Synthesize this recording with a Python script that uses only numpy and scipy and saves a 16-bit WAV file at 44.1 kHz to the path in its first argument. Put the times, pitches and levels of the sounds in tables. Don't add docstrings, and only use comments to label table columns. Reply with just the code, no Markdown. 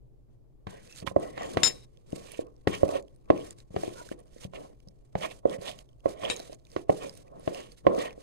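import sys
import numpy as np
from scipy import signal
from scipy.fft import rfft, irfft, next_fast_len
from scipy.io import wavfile
from scipy.ndimage import uniform_filter1d

SR = 44100
rng = np.random.default_rng(int(sys.argv[2]) if len(sys.argv) > 2 else 0)


def put_to_file(sound):
    columns = np.atleast_2d(sound).T
    safe = np.clip(columns, -1, 1)
    whole_steps = np.round(safe * 32767)
    wavfile.write(sys.argv[1], SR, whole_steps.astype(np.int16))


def undo_db(level):
    steps = np.asarray(level, float) / 20
    return 10 ** steps


N = 362502


def evened(x):
    return x / np.sqrt(np.mean(x ** 2) + 1e-20)


def peaked(x, db):
    return undo_db(db) * x / abs(x).max()


def read(points, hz):
    f, value = np.transpose(points)
    return np.interp(np.log(hz + 1), np.log(f + 1), value)


def add(mix, s, sound):
    part = mix[..., round(s * SR):][..., :sound.shape[-1]]
    part += sound[..., :part.shape[-1]]


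def resonate(x, hz, width):
    pole = np.exp((2j * np.pi * hz - np.pi * width) / SR)
    return 2 * signal.lfilter([1 - abs(pole)], [1, -pole], x).real


def steep(x, hz, width):
    return resonate(resonate(x, hz, width), hz, 3 * width)


def shaped(x, gain):
    size = next_fast_len(N)
    return irfft(rfft(x, size) * gain(np.fft.rfftfreq(size, 1 / SR)), size)[..., :N]


def sides(pan_db):
    half_db = np.asarray(pan_db) / 2
    return undo_db(np.array([half_db, -half_db]))


def paired(a, b, alike):
    share = lambda hz: np.clip(read(alike, hz), 0, 1)
    rest = lambda hz: np.sqrt(1 - share(hz) ** 2)
    return np.array([shaped(a, share) + shaped(b, rest), a])


def wander(hz):
    return evened(shaped(rng.standard_normal(N), lambda f: 1 / (1 + (f / hz) ** 4)))


def patchy(x, patch_db):
    z = signal.stft(x, nperseg=256)[2]
    clumps = uniform_filter1d(rng.standard_normal(z.shape[1:]), size=6, axis=0)
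    clumps = uniform_filter1d(clumps, size=8, axis=1)
    return evened(signal.istft(z * undo_db(patch_db * evened(clumps)), nperseg=256)[1][:, :N])


def drifting(x, share, chance, speed=1):
    place = np.cumsum(speed * (1 + share * np.tanh(chance)))
    return np.array([np.interp(place % (N - 1), np.arange(N), v) for v in x])


# f/Hz, level/dB per Hz
KITCHEN = [(28, -3.5), (53, 0.5), (80, -21), (120, -2), (185, -21), (390, -18), (1600, -52), (16000, -59)]
# f/Hz, likeness/0-1 (below 0 counts as none)
KITCHEN_ALIKE = [(60, -1), (380, -0.35), (2380, -0.03), (15000, -0.02)]


def kitchen():
    air = paired(*rng.standard_normal((2, N)), KITCHEN_ALIKE)
    return undo_db(-56) * patchy(shaped(air, lambda hz: undo_db(read(KITCHEN, hz))), 0.87)


# factor on the wall pitch, width/Hz, right level/dB, left level/dB
WALL = [(0.59, 90, -16, -1), (0.79, 87.8, 5, 4.5), (1.01, 94.8, 12, 2), (1.331, 120, -8, -0.5)]


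def wall(force, pitch_hz, spot_db=(0, 0, 0, 0)):
    left, right = 0, 0
    for (factor, width, right_db, left_db), more_db in zip(WALL, spot_db):
        ring = undo_db(more_db) * steep(force, factor * pitch_hz, width)
        left = left + undo_db(left_db) * ring
        right = right + undo_db(right_db) * ring
    return np.array([left, right])


# start t/s, length/s, share of the length before the peak/0-1,
# pressure level/dB, wet film level/dB
STROKES = [(0.28, 0.094, 0.44, -82, -83), (0.665, 0.17, 0.17, -51.5, -72), (1.001, 0.041, 0.2, -54, -58),
           (4.246, 0.062, 0.24, -75.5, -78.5), (4.699, 0.046, 0.74, -55.5, -79),
           (7.242, 0.056, 0.58, -54.5, -74.5), (7.761, 0.06, 0.3, -79, -63), (8.09, 0.06, 0.75, -60, -68),
           (0.716, 0.3, 0.94, -63, -52), (1.055, 0.081, 0.26, -64, -57.5), (1.156, 0.18, 0.41, -33.5, -53),
           (1.321, 0.47, 0.41, -43, -53), (1.611, 0.25, 0.04, -50, -53.5),
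           (2.059, 0.379, 0.28, -49.5, -54.5), (2.67, 0.2, 0, -42.5, -48), (2.791, 0.23, 0.56, -36, -52.5),
           (3.283, 0.26, 0.64, -50, -55), (3.541, 0.1, 0.52, -72.5, -62.5), (3.702, 0.45, 0.21, -47.5, -50),
           (4.17, 0.059, 0.4, -53.5, -68), (4.299, 0.18, 0.68, -61, -56), (4.519, 0.19, 0.53, -44.5, -60.5),
           (5.146, 0.26, 0.16, -50.5, -55.5), (5.449, 0.13, 0.65, -33, -52.5),
           (5.579, 0.26, 0.21, -45.5, -54.5), (6.038, 0.11, 0.51, -41.5, -52.5),
           (6.118, 0.444, 0.49, -47.5, -52), (6.652, 0.2, 0.6, -58, -58), (6.88, 0.36, 0.04, -46.5, -53.5),
           (7.349, 0.41, 0.34, -52.5, -56.5), (7.846, 0.25, 0.58, -30, -52.5),
           (8.148, 0.091, 0.82, -54, -54.5)]
DRY_DB = [0, -12, 1, 1, -10, -4, 1, 0, -35, 2, -7, 1.5, -1, -5.5, 9.5, -1, 5, -3, 3, -2, 6.5, -6, 1.5, -4,
          2, -1.5, 8.5, -1, -0.5, -0.5, -7.5, -4]
# middle t/s, half width/s, bite level/dB, pressure level/dB
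BITES = [(0.703, 0.12, -46.5, -80), (1.031, 0.011, -46.5, -49), (1.07, 0.0038, -33.5, -49.5),
         (1.417, 0.048, -36, -36.5), (1.62, 0.035, -41, -37), (1.684, 0.021, -29.5, -45),
         (2.327, 0.085, -45, -66), (2.415, 0.057, -62.5, -57), (2.746, 0.023, -30.5, -41.5),
         (2.959, 0.018, -33, -29), (3.374, 0.046, -47, -44.5), (3.86, 0.033, -42.5, -52),
         (4.124, 0.0078, -43, -52), (4.438, 0.016, -43.5, -54.5), (4.56, 0.014, -37.5, -49.5),
         (5.242, 0.022, -26, -35.5), (5.313, 0.012, -37, -50), (5.537, 0.024, -40.5, -52.5),
         (5.685, 0.028, -30, -45), (6.256, 0.032, -32.5, -33), (6.313, 0.018, -26, -36.5),
         (1.075, 0.0059, -69, -41.5), (6.9, 0.0049, -33, -53), (7.043, 0.028, -38, -38),
         (6.53, 0.0067, -47.5, -56), (7.352, 0.052, -82, -52), (7.585, 0.063, -40.5, -44.5),
         (7.931, 0.032, -58.5, -29.5), (8.006, 0.018, -31.5, -58), (8.052, 0.041, -33.5, -36.5)]


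def contact(t):
    land_s, part_s = 0.004, 0.013
    rasp_share = 0.9
    skim_s, shudder_t60_s = 0.024, 0.44
    press, rasp, film = np.zeros((3, N))
    down, brush = np.zeros((2, N))
    for (start, length, share, press_db, film_db), dry_db in zip(STROKES, DRY_DB):
        share = np.clip(share, .05, .95)
        u = (t - start) / length
        rise = np.clip(1 - u / share, 0, 1) ** 1.08
        fall = np.clip((u - share) / (1 - share), 0, 1) ** 1.2
        touch = np.clip(np.minimum(u / land_s, (1 - u) / part_s) * length, 0, 1)
        p_db = press_db - 16 * rise - 20 * fall
        f_db = film_db - 24.5 * rise - 12 * fall
        press = press + touch * undo_db(p_db)
        down = np.maximum(down, touch)
        film = film + touch * undo_db(f_db)
        rasp = rasp + touch * undo_db(rasp_share * p_db + (1 - rasp_share) * f_db - 3 + dry_db)
    for s, width, bite_db, press_db in BITES:
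        arch = np.exp(-abs((t - s) / width) ** 1.5)
        press = press + undo_db(press_db) * arch
        rasp = rasp + undo_db(bite_db) * arch
        film = film + undo_db(bite_db - 22.5) * arch
    for s, blow_db, *_ in KNOCKS:
        press = press + (t > s) * undo_db(blow_db - 18.5 - 60 * abs(t - s) / shudder_t60_s)
        skim = (t > s - skim_s) * (t <= s) * undo_db(blow_db - 31)
        press = press + skim
        brush = brush + skim * undo_db(-15.0)
    return press, rasp * down + brush, film * down, down


def slips(per_s, spread_db, smooth):
    size = undo_db(spread_db * np.minimum(rng.exponential(1, N), 4)) * rng.choice([-1., 1.], N)
    clicks = evened(size * (rng.random(N) < per_s / SR))
    return evened(clicks + smooth * rng.standard_normal(N))


BITE_HZ = [1660, 2600, 3270, 1885, 2478, 2830, 2500, 2480, 3000, 2430, 2270, 2400, 1985, 3200, 2660, 2230,
           2500, 1970, 3320, 2110, 2600, 1800, 2400, 2340, 2700, 1390, 2900, 1900, 3300, 1890]


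def bites(rough):
    out = np.zeros((2, N))
    for (s, width, bite_db, _), hz in zip(BITES, BITE_HZ):
        at = round((s - 3 * width) * SR)
        part = rough[:, at:at + round(6 * width * SR)]
        t = np.arange(part.shape[1]) / SR
        arch = np.exp(-abs((t - 3 * width) / width) ** 1.3)
        add(out, at / SR, undo_db(bite_db - 14) * arch * evened(steep(part, hz, 0.24 * hz)))
    return out


RIM_HZ, RIM_WIDTH = 1076, 110
# f/Hz, width/Hz, level/dB
THUD = [(90, 136, -4.5), (156.2, 19, 0.3)]
# f/Hz, width/Hz, level/dB
RASP = [(1030, 280, 11), (1874, 120, 11), (2400, 420, 5), (2994, 600, 8.5), (4300, 750, -12)]
# f/Hz, level/dB per Hz
FIZZ = [(900, -8.5), (2000, -4), (4000, -3), (6500, -3.5), (9300, -4), (11000, -11), (13000, -16.5),
        (15500, -25)]
# f/Hz, likeness/0-1
ALIKE = [(200, .9), (1000, .85), (3000, .6), (6000, .45), (16000, .3)]
# t/s, f/Hz
HEIGHT = [(1.25, 500.1), (2.72, 460.2), (2.88, 570.3), (3.35, 430.5), (5.4, 560.3), (7.88, 479.3),
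          (8.05, 530.7)]


def drag():
    t = np.arange(N) / SR
    press, scrape, wet, down = contact(t)
    pressure = wander(33)

    stick = steep(slips(300, 2.2, 1.1) * undo_db(0.6 * pressure), 600, 1300)
    sag = evened(uniform_filter1d(pressure, size=2500))
    height = np.interp(t, *np.transpose(HEIGHT)) / 524
    hum = drifting(wall(stick, 524), .09, sag, height)
    hum = patchy(hum + undo_db(-3.5) * steep(stick, RIM_HZ, RIM_WIDTH), 3.0)

    counter = paired(*rng.standard_normal((2, N)), [(40, 0.23), (250, 0.24)])
    counter = counter * undo_db(6.0 * np.tanh(wander(16)))
    rumble = evened(sum(undo_db(db) * steep(counter, f, 2.4 * w) for f, w, db in THUD))
    rumble = rumble * sides(5.0)[:, None]

    rough = paired(slips(1400, 4.4, 0.44), slips(1900, 1.9, 0.87), ALIKE)
    modes = [undo_db(db) * steep(rough, f, w) for f, w, db in RASP]
    loose = drifting(sum(modes[2:]), .05, wander(6))
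    rasp = patchy(steep(sum(modes[:2]) + loose, 2600, 3500), 4.0)

    film = paired(slips(1900, 3.4, 11.0), slips(1900, 4.0, 0.92), ALIKE)
    fizz = patchy(shaped(film, lambda hz: undo_db(read(FIZZ, hz))), 0.93)

    upper = scrape * undo_db(-13.5 + 1.2 * pressure) * rasp + down * bites(rough)
    upper = upper + wet * undo_db(-2.0 + 2.97 * wander(47)) * fizz
    ooze = undo_db(-85 + 4.0 * wander(60)) * (fizz + .3 * rasp) * (t > .66)
    lower = uniform_filter1d(press, size=350) * undo_db(1) * hum
    lower = lower + undo_db(-72) * hum * (t > STROKES[1][0])
    shifting = undo_db(-37.5) * press ** 0.42 * rumble
    return lower + shifting + (upper + ooze) * sides(-9)[:, None]


def let_go(pops):
    out, t = np.zeros((2, N)), np.arange(700) / SR
    grit = rng.standard_normal((len(pops), 2, len(t)))
    for (s, db, hz), (a, b) in zip(pops, grit):
        snap = np.array([a + .5 * b, a]) * undo_db(-60 * t / 0.007) * np.minimum(t / 0.0009, 1)
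        pop = steep(snap, hz, 0.14 * hz) + 0.19 * steep(snap, 5000, 3000)
        add(out, s, peaked(pop, db) * sides(-9)[:, None])
    return out


# t/s, peak level/dB,
# f/Hz
MORE_SMACKS = [(0.4854, -80, 1860), (1.0181, -41, 2670), (1.082, -32, 2300), (1.378, -33.5, 2240),
               (1.42, -33, 1900), (1.4767, -52, 2307), (2.123, -37.5, 2890), (2.8804, -34, 2300),
               (3.6022, -39, 3770), (3.9827, -36, 1460), (4.0891, -34, 1610), (4.2764, -67, 2110),
               (4.3819, -45, 2100), (4.4432, -27, 3460), (4.497, -64, 2010), (4.558, -42, 2450),
               (4.8743, -51, 5000), (5.1244, -60, 2400), (5.208, -32, 2090), (5.233, -33, 1990),
               (5.301, -36, 2510), (5.6135, -37, 4660), (6.211, -38, 1850), (6.2342, -42, 1870),
               (6.3194, -36, 3810), (6.394, -29, 1630), (6.4, -26.5, 3900), (6.419, -39, 2470),
               (6.53, -34, 4800), (6.546, -40, 6550), (7.024, -33, 3170), (7.152, -36, 8900), (7.604, -33, 1900),
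               (7.7737, -50, 3820), (7.784, -50, 2690), (7.989, -25, 1860), (8.1066, -35, 2486),
               (8.1283, -43, 1900)]


def more_smacks():
    return let_go([(s, db - 5.5, hz) for s, db, hz in MORE_SMACKS])


# t/s, blow level/dB, wall f/Hz, counter thud level/dB, edge click level/dB
KNOCKS = [(0.669, -51, 556, -34, -40), (1.074, -69.5, 551, -36.5, -38.5), (1.163, -26.5, 593, -26.5, -58),
          (1.377, -49, 670, -52, -37), (1.571, -32, 418, -25, -24), (2.13, -42.5, 360, -31.5, -98),
          (2.392, -35.5, 377, -45, -87), (2.673, -31, 478, -22, -24), (2.832, -24.5, 537, -22.5, -54),
          (3.302, -23, 603, -24.5, -31.5), (3.763, -36.5, 464, -29.5, -37.5), (3.834, -36.5, 745, -45, -45),
          (3.879, -41, 367, -38, -75), (4.115, -42.5, 351.5, -56, -53), (4.535, -56.5, 650, -60, -52),
          (1.113, -47.5, 541, -40, -84), (5.153, -35.5, 657, -28, -37), (5.455, -25, 493, -36, -92),
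          (6.058, -28, 560, -33.5, -50.5), (6.235, -48, 480, -56, -42), (6.763, -38, 418, -36, -37.5),
          (6.895, -25, 604, -25, -47), (7.476, -35, 396, -30.5, -37.5), (7.867, -23, 575, -25, -30.5)]
# low mode level/dB, second mode level/dB, top mode level/dB,
# rim level/dB, left-right level/dB
SPOTS = [(1, -2.5, 3, 6, 10), (-8, -11, 5, 23, -9), (6.5, -1, -2, 0, -5.5), (-1.5, -1.5, 5.5, 3.5, 3),
         (2, -1, 8.5, -7, 2.5), (17.5, 3, 11, -13, 0), (-9, -1.5, 0.5, -15, 5.5), (8.5, 4.5, 6.5, -6.5, 2),
         (5, 0.5, -6, -5, -2.5), (9.5, 4, 7, 1, -6.5), (-8, 5, 10.5, -16, 2.5), (-6, -14, -14, -16, 7),
         (1, 2.5, 1, -10, 5.5), (1.5, 1.5, 2.5, -16, 6.5), (-7, 4, 2, 4.5, -7), (0.5, -2.5, 0, 1, 1),
         (-7, 2.5, 11, -16, 0.5), (-4, -1, -10, 0, 1.5), (0, 0, -13, -4, -1), (-9, 2, -6, 7.5, 3),
         (-9.5, 10, 17.5, 0.5, -6.5), (1, 3.5, 7.5, -4, -1.5), (7, 6.5, 15, -4, 3), (5.5, 0, 2.5, 2.5, -4)]
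BOUNCES = [0.047, 0.064, 0.05, .2, 0.13, 0.31, 0.08, 0.14, 0.089, 0.28, 0.13, 0.2, 0.26, 0.16, 0.19, 0.22,
           0.26, 0.14, 0.32, 0.14, 0.14, 0.32, 0.35, 0.8]
FAR_SIDE = [1.57, 2.672]
# t/s, thud level/dB
BUMPS = [
    (1.025, -37),
    (3.706, -44),
    (4.45, -33.5),
    (4.872, -45.5),
    (5.586, -38.5),
]


def knocks():
    push_lead_s, far_lead_s = .001, .001
    choke_s, choke_db = 0.0093, -9.5
    out, t = np.zeros((2, N)), np.arange(6000) / SR
    hits = KNOCKS + [(s, db - 18.5, 513, db, db - 54) for s, db in BUMPS]
    spots = SPOTS + [np.zeros(5)] * len(BUMPS)
    bounces = BOUNCES + [.2] * len(BUMPS)
    luck = rng.random((len(hits), 3))
    grit = rng.standard_normal((len(hits), len(t)))
    push = lambda at, soft: -np.exp(-.5 * ((t - at) / soft) ** 2)
    for hit, (u, v, w), noise, spot, again in zip(hits, luck, grit, spots, bounces):
        s, blow_db, hz, thud_db, click_db = hit
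        low_db, second_db, top_db, rim_db, pan_db = spot
        bounce = again * push(0.006195 + 0.0014 * u, 0.0004)
        force = push(0.00073, 0.00031) + bounce + 0.0077 * noise * undo_db(-60 * t / 0.034)

        bent_hz = 560 * (hz / 560) ** .5
        ring = wall(force, bent_hz, (low_db, second_db, 0, top_db))
        ring = ring * undo_db(choke_db / (1 + np.exp(-np.minimum((t - choke_s) / 0.0011, 50))))

        tuning = (1.1 + 0.12 * v, 0.85 + 0.032 * w)
        thud = np.array([sum(undo_db(db) * steep(force, f * k, width) for f, width, db in THUD)
                         for k in tuning])

        rim = resonate(resonate(force, RIM_HZ, RIM_WIDTH), RIM_HZ, 230)
        slap = steep(np.gradient(push(.001, 0.00016)), 1229, 330)
        blade = steep(np.gradient(push(0.00088, .0001)), 1970, 150)
        rim = peaked(rim, 0) + peaked(slap, -13) + peaked(blade, -15)
        rim_level_db = 0.81 * blow_db + 0.27 * click_db + 9 + rim_db + 1.5 * np.log2(hz / 500)
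        rim = peaked(rim, rim_level_db) * sides(-13.0)[:, None]

        fading = undo_db(-60 * t / 0.018) + 0.18 * undo_db(-60 * t / 0.14)
        edge = noise * fading * np.minimum(t / 0.00064, 1)
        click = sum(undo_db(db) * resonate(edge, f, 3.1 * width) for f, width, db in RASP)
        click = steep(click, 800, 2400)
        add(out, s, peaked(click, click_db + 3.5) * sides(-20.5)[:, None])

        body = peaked(ring, blow_db + 22.5) * sides(pan_db)[:, None] + rim
        body = body + peaked(thud, thud_db + 7.5) * sides(1.8)[:, None]
        far = min(abs(s - np.array(FAR_SIDE))) < .005
        add(out[0], s - push_lead_s - far * far_lead_s, body[0])
        add(out[1], s - push_lead_s, body[1])
    return out


# middle t/s, length/s, f/Hz, level/dB
SQUEAKS = [
    (0.926, 0.11, 2600, -57.5),
    (1.256, 0.18, 1940, -60),
    (1.436, 0.17, 7090, -56.5),
    (3.992, 0.1, 1440, -53),
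    (3.999, .1, 970, -50),
    (5.545, 0.022, 1980, -48),
]


def squeaks():
    out = np.zeros((2, N))
    grit = rng.standard_normal((len(SQUEAKS), SR // 4))
    for (s, length, hz, db), noise in zip(SQUEAKS, grit):
        size = round(length * SR)
        tone = evened(steep(noise, hz, 91))[:size]
        add(out, s - length / 2, undo_db(db) * tone * np.hanning(size))
    return out


# t/s, peak level/dB, f/Hz
TICKS = [(0.8743, -49, 4740), (1.198, -42, 8100), (2.104, -50, 7300), (2.4678, -56.5, 2680),
         (2.5642, -60, 5430), (3.025, -49.5, 7050), (3.049, -68, 4000), (3.081, -55, 3270),
         (3.1485, -62, 7870), (3.161, -55, 9100), (3.2004, -75, 4020), (3.257, -61.5, 2580),
         (4.191, -53, 8600), (4.2562, -60.5, 8800), (4.28, -63, 2980), (4.344, -56, 5870),
         (4.749, -72, 2480), (4.802, -54, 2750), (5.93, -64, 3030), (6.0042, -58, 3080), (6.598, -60, 3910),
         (6.651, -53, 3560), (6.668, -52, 2660), (6.7015, -53, 4970), (6.716, -47, 4760),
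         (6.7424, -58, 2660), (6.793, -49, 2570), (7.28, -58, 2550), (7.765, -64.5, 4000),
         (7.948, -37.5, 2470)]


def ticks():
    return let_go([(s, db + 2, hz) for s, db, hz in TICKS])


# t/s, peak level/dB, f/Hz
SMACKS = [(0.9248, -38, 5430), (0.9602, -37, 7380), (0.976, -42.5, 4300), (1.0006, -37, 4560),
          (1.432, -33.5, 2150), (1.5344, -41.5, 4060), (1.9722, -49, 3130), (2.164, -55, 4300),
          (2.318, -31.5, 9050), (2.7282, -48.5, 2450), (2.7506, -26, 2380), (2.8898, -37, 2550),
          (3.3767, -37.5, 2600), (3.5068, -31.5, 7350), (3.5853, -45, 7230), (4.2018, -49.5, 9350),
          (4.8853, -43, 5360), (5.4964, -34.5, 3440), (5.7887, -36.5, 3190), (5.8899, -54, 3180),
          (6.2617, -44.5, 2030), (6.3635, -30, 6570), (6.3694, -34, 3900), (6.4593, -54, 3610),
          (7.0943, -31.5, 4850), (7.1387, -43.5, 8900), (7.1741, -40, 9270), (7.3961, -45, 9650),
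          (7.546, -32.5, 2840), (7.7184, -44.5, 4600)]


def smacks():
    return let_go(SMACKS)


# t/s, peak level/dB, wall f/Hz
NUDGES = [(1.044, -40, 300), (2.18, -40, 466), (2.301, -57, 484), (2.336, -44, 600), (2.695, -27, 460),
          (2.89, -23.5, 616), (3.743, -33, 443), (4.014, -40, 596), (4.363, -42.5, 454),
          (5.214, -38.5, 546), (5.235, -33, 646), (5.295, -52, 558), (5.314, -43, 670), (5.674, -39, 793),
          (6.197, -40, 584), (6.299, -28.5, 587), (6.399, -36.5, 673), (6.496, -37.5, 539),
          (6.525, -39, 614), (7.396, -45, 470), (7.852, -38, 568), (7.939, -42, 487), (7.963, -32, 470),
          (8.178, -39, 518)]


def nudges():
    out, t = np.zeros((2, N)), np.arange(3000) / SR
    push = -np.exp(-.5 * ((t - .001) / 0.00037) ** 2)
    for s, db, hz in NUDGES:
        add(out, s - .001, peaked(wall(push, hz), db + 7.5))
    return out


# t/s, level/dB, contact length/s, scratch level/dB, left-right level/dB
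BRUSHES = [
    (1.633, -13.5, 0.048, 4, 13.5),
    (6.3, -26.5, 0.015, 2.5, 16.5),
]
GLASS_HZ = [2696, 3766, 3926, 5285, 6626, 7079, 7170, 8570, 9822, 10675, 11570, 12520, 14276]
GLASS_T60 = [0.044, 0.089, 0.28, 0.18, 0.13, 0.14, 0.15, 0.1, .16, .15, 0.2, .14, .13]
GLASS_DB = [
    [-29, -5, -25.5, 0, -38.5, 1.5, -19, -12, -25, -27.5, -39, -33, -22.5],
    [10, 16, -2, -1, -28, -4.5, 5, 9, -9, -45, -57, -46, -32],
]
GLASS_TAIL_DB = {3766: -33, 3926: -11, 5285: -33, 7079: -53.5}
LASTING = [0.61, 0.78]
# f/Hz, width/Hz, level/dB
CLINKS = [
    [(2900, 420, -1.5), (4800, 630, -13.5)],
    [(2430, 330, 4.5), (7200, 450, -4)],
]


def glass():
    out, t = np.zeros((2, N)), np.arange(SR // 2) / SR
    dull = signal.butter(6, 8600, fs=SR, output="sos")
    for brush, levels, lasting, clinks in zip(BRUSHES, GLASS_DB, LASTING, CLINKS):
        s, db, contact_s, scratch_db, pan_db = brush
        waver = uniform_filter1d(rng.standard_normal((len(GLASS_HZ), len(t))), size=500, axis=1)
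        flutter = undo_db(3.5 * evened(waver))
        held = 1 / (1 + np.exp(np.minimum((t - contact_s) / 0.0013, 50)))
        grind = rng.standard_normal((2, len(t))) * held
        grind = np.array([grind[0], .8 * grind[0] + .6 * grind[1]])
        free = np.cumsum(1 - 0.68 * held) / SR
        ring = 0
        for hz, t60, mode_db, fluttering in zip(GLASS_HZ, GLASS_T60, levels, flutter):
            dying = undo_db(-60 * free / (t60 * lasting))
            dying = dying + fluttering * undo_db(GLASS_TAIL_DB.get(hz, -99) - 60 * t / 0.76)
            tone = np.sin(2 * np.pi * (hz * t + rng.random())) * dying
            ring = ring + undo_db(mode_db) * (tone + 3.3 * steep(grind, hz, 45))
        scratch = resonate(grind * (0.093 + undo_db(-60 * t / 0.012)), 2800, 4300)
        scratch = signal.sosfilt(dull, scratch)
        sound = peaked(ring, 0) + peaked(scratch, scratch_db)
        for hz, width, clink_db in clinks:
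            sound = sound + peaked(steep(1. * (t == 0), hz, width), clink_db)
        ending = np.clip((.228 - t) / .008, 0, 1)
        add(out, s, undo_db(db) * sound * ending * np.minimum(t / 0.0006, 1) * sides(pan_db)[:, None])
    return out


# f/Hz, t60/s
TAIL = [(100, 0.49), (500, 0.32), (2000, 0.017), (8000, 0.058)]


def room(x):
    taps = rng.standard_normal((2, SR // 2)) * (np.arange(SR // 2) > 250)
    hz, t, z = signal.stft(taps, SR, nperseg=256)
    tail = signal.istft(z * undo_db(-60 * t / read(TAIL, hz)[:, None]), SR, nperseg=256)[1]
    return signal.fftconvolve(x, tail / np.linalg.norm(tail[0]), axes=1)[:, :N]


# t/s, left-right level/dB
ACROSS = [(.66, 6.5), (1.031, 0), (1.07, -17.5), (1.117, 2), (1.3, 4.5), (1.56, 5.5), (1.903, 2),
          (2.5, -1.2), (2.701, 7), (2.85, 0.5), (3.299, 5), (3.77, 4.5), (4.1, -0.5), (4.6, 2.5),
          (5.499, 0), (6.9, 2), (7.47, 1), (7.901, 3.5)]
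# f/Hz, left lead/radians
PORTS = [(60, -.9), (200, -1.3), (520, -2.6), (1120, -4.1), (2150, -6.5), (16000, -46.0)]


def scene():
    across = np.interp(np.arange(N) / SR, *np.transpose(ACROSS))
    bowl = drag() + more_smacks() + knocks() + squeaks() + ticks() + smacks() + nudges()
    bowl = bowl * sides(across)
    too_small_for_bass = signal.butter(3, 62, "high", fs=SR, output="sos")
    bowl = signal.sosfilt(too_small_for_bass, bowl)
    late = shaped(bowl[0], lambda hz: np.exp(1j * np.interp(hz, *np.transpose(PORTS))))
    near = np.array([late, bowl[1]]) + glass()
    return near + undo_db(-21) * room(near) + kitchen()


def top_cut(x):
    return signal.sosfilt(signal.butter(12, 16390, fs=SR, output="sos"), x)


def record(dry):
    limited = dry / (1 + abs(dry / .94) ** 6) ** (1 / 6)
    mix = shaped(limited, lambda hz: np.clip((15850 - hz) / 300, 0, 1))
    return top_cut(mix)


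dry = scene()
out = record(dry)
put_to_file(out)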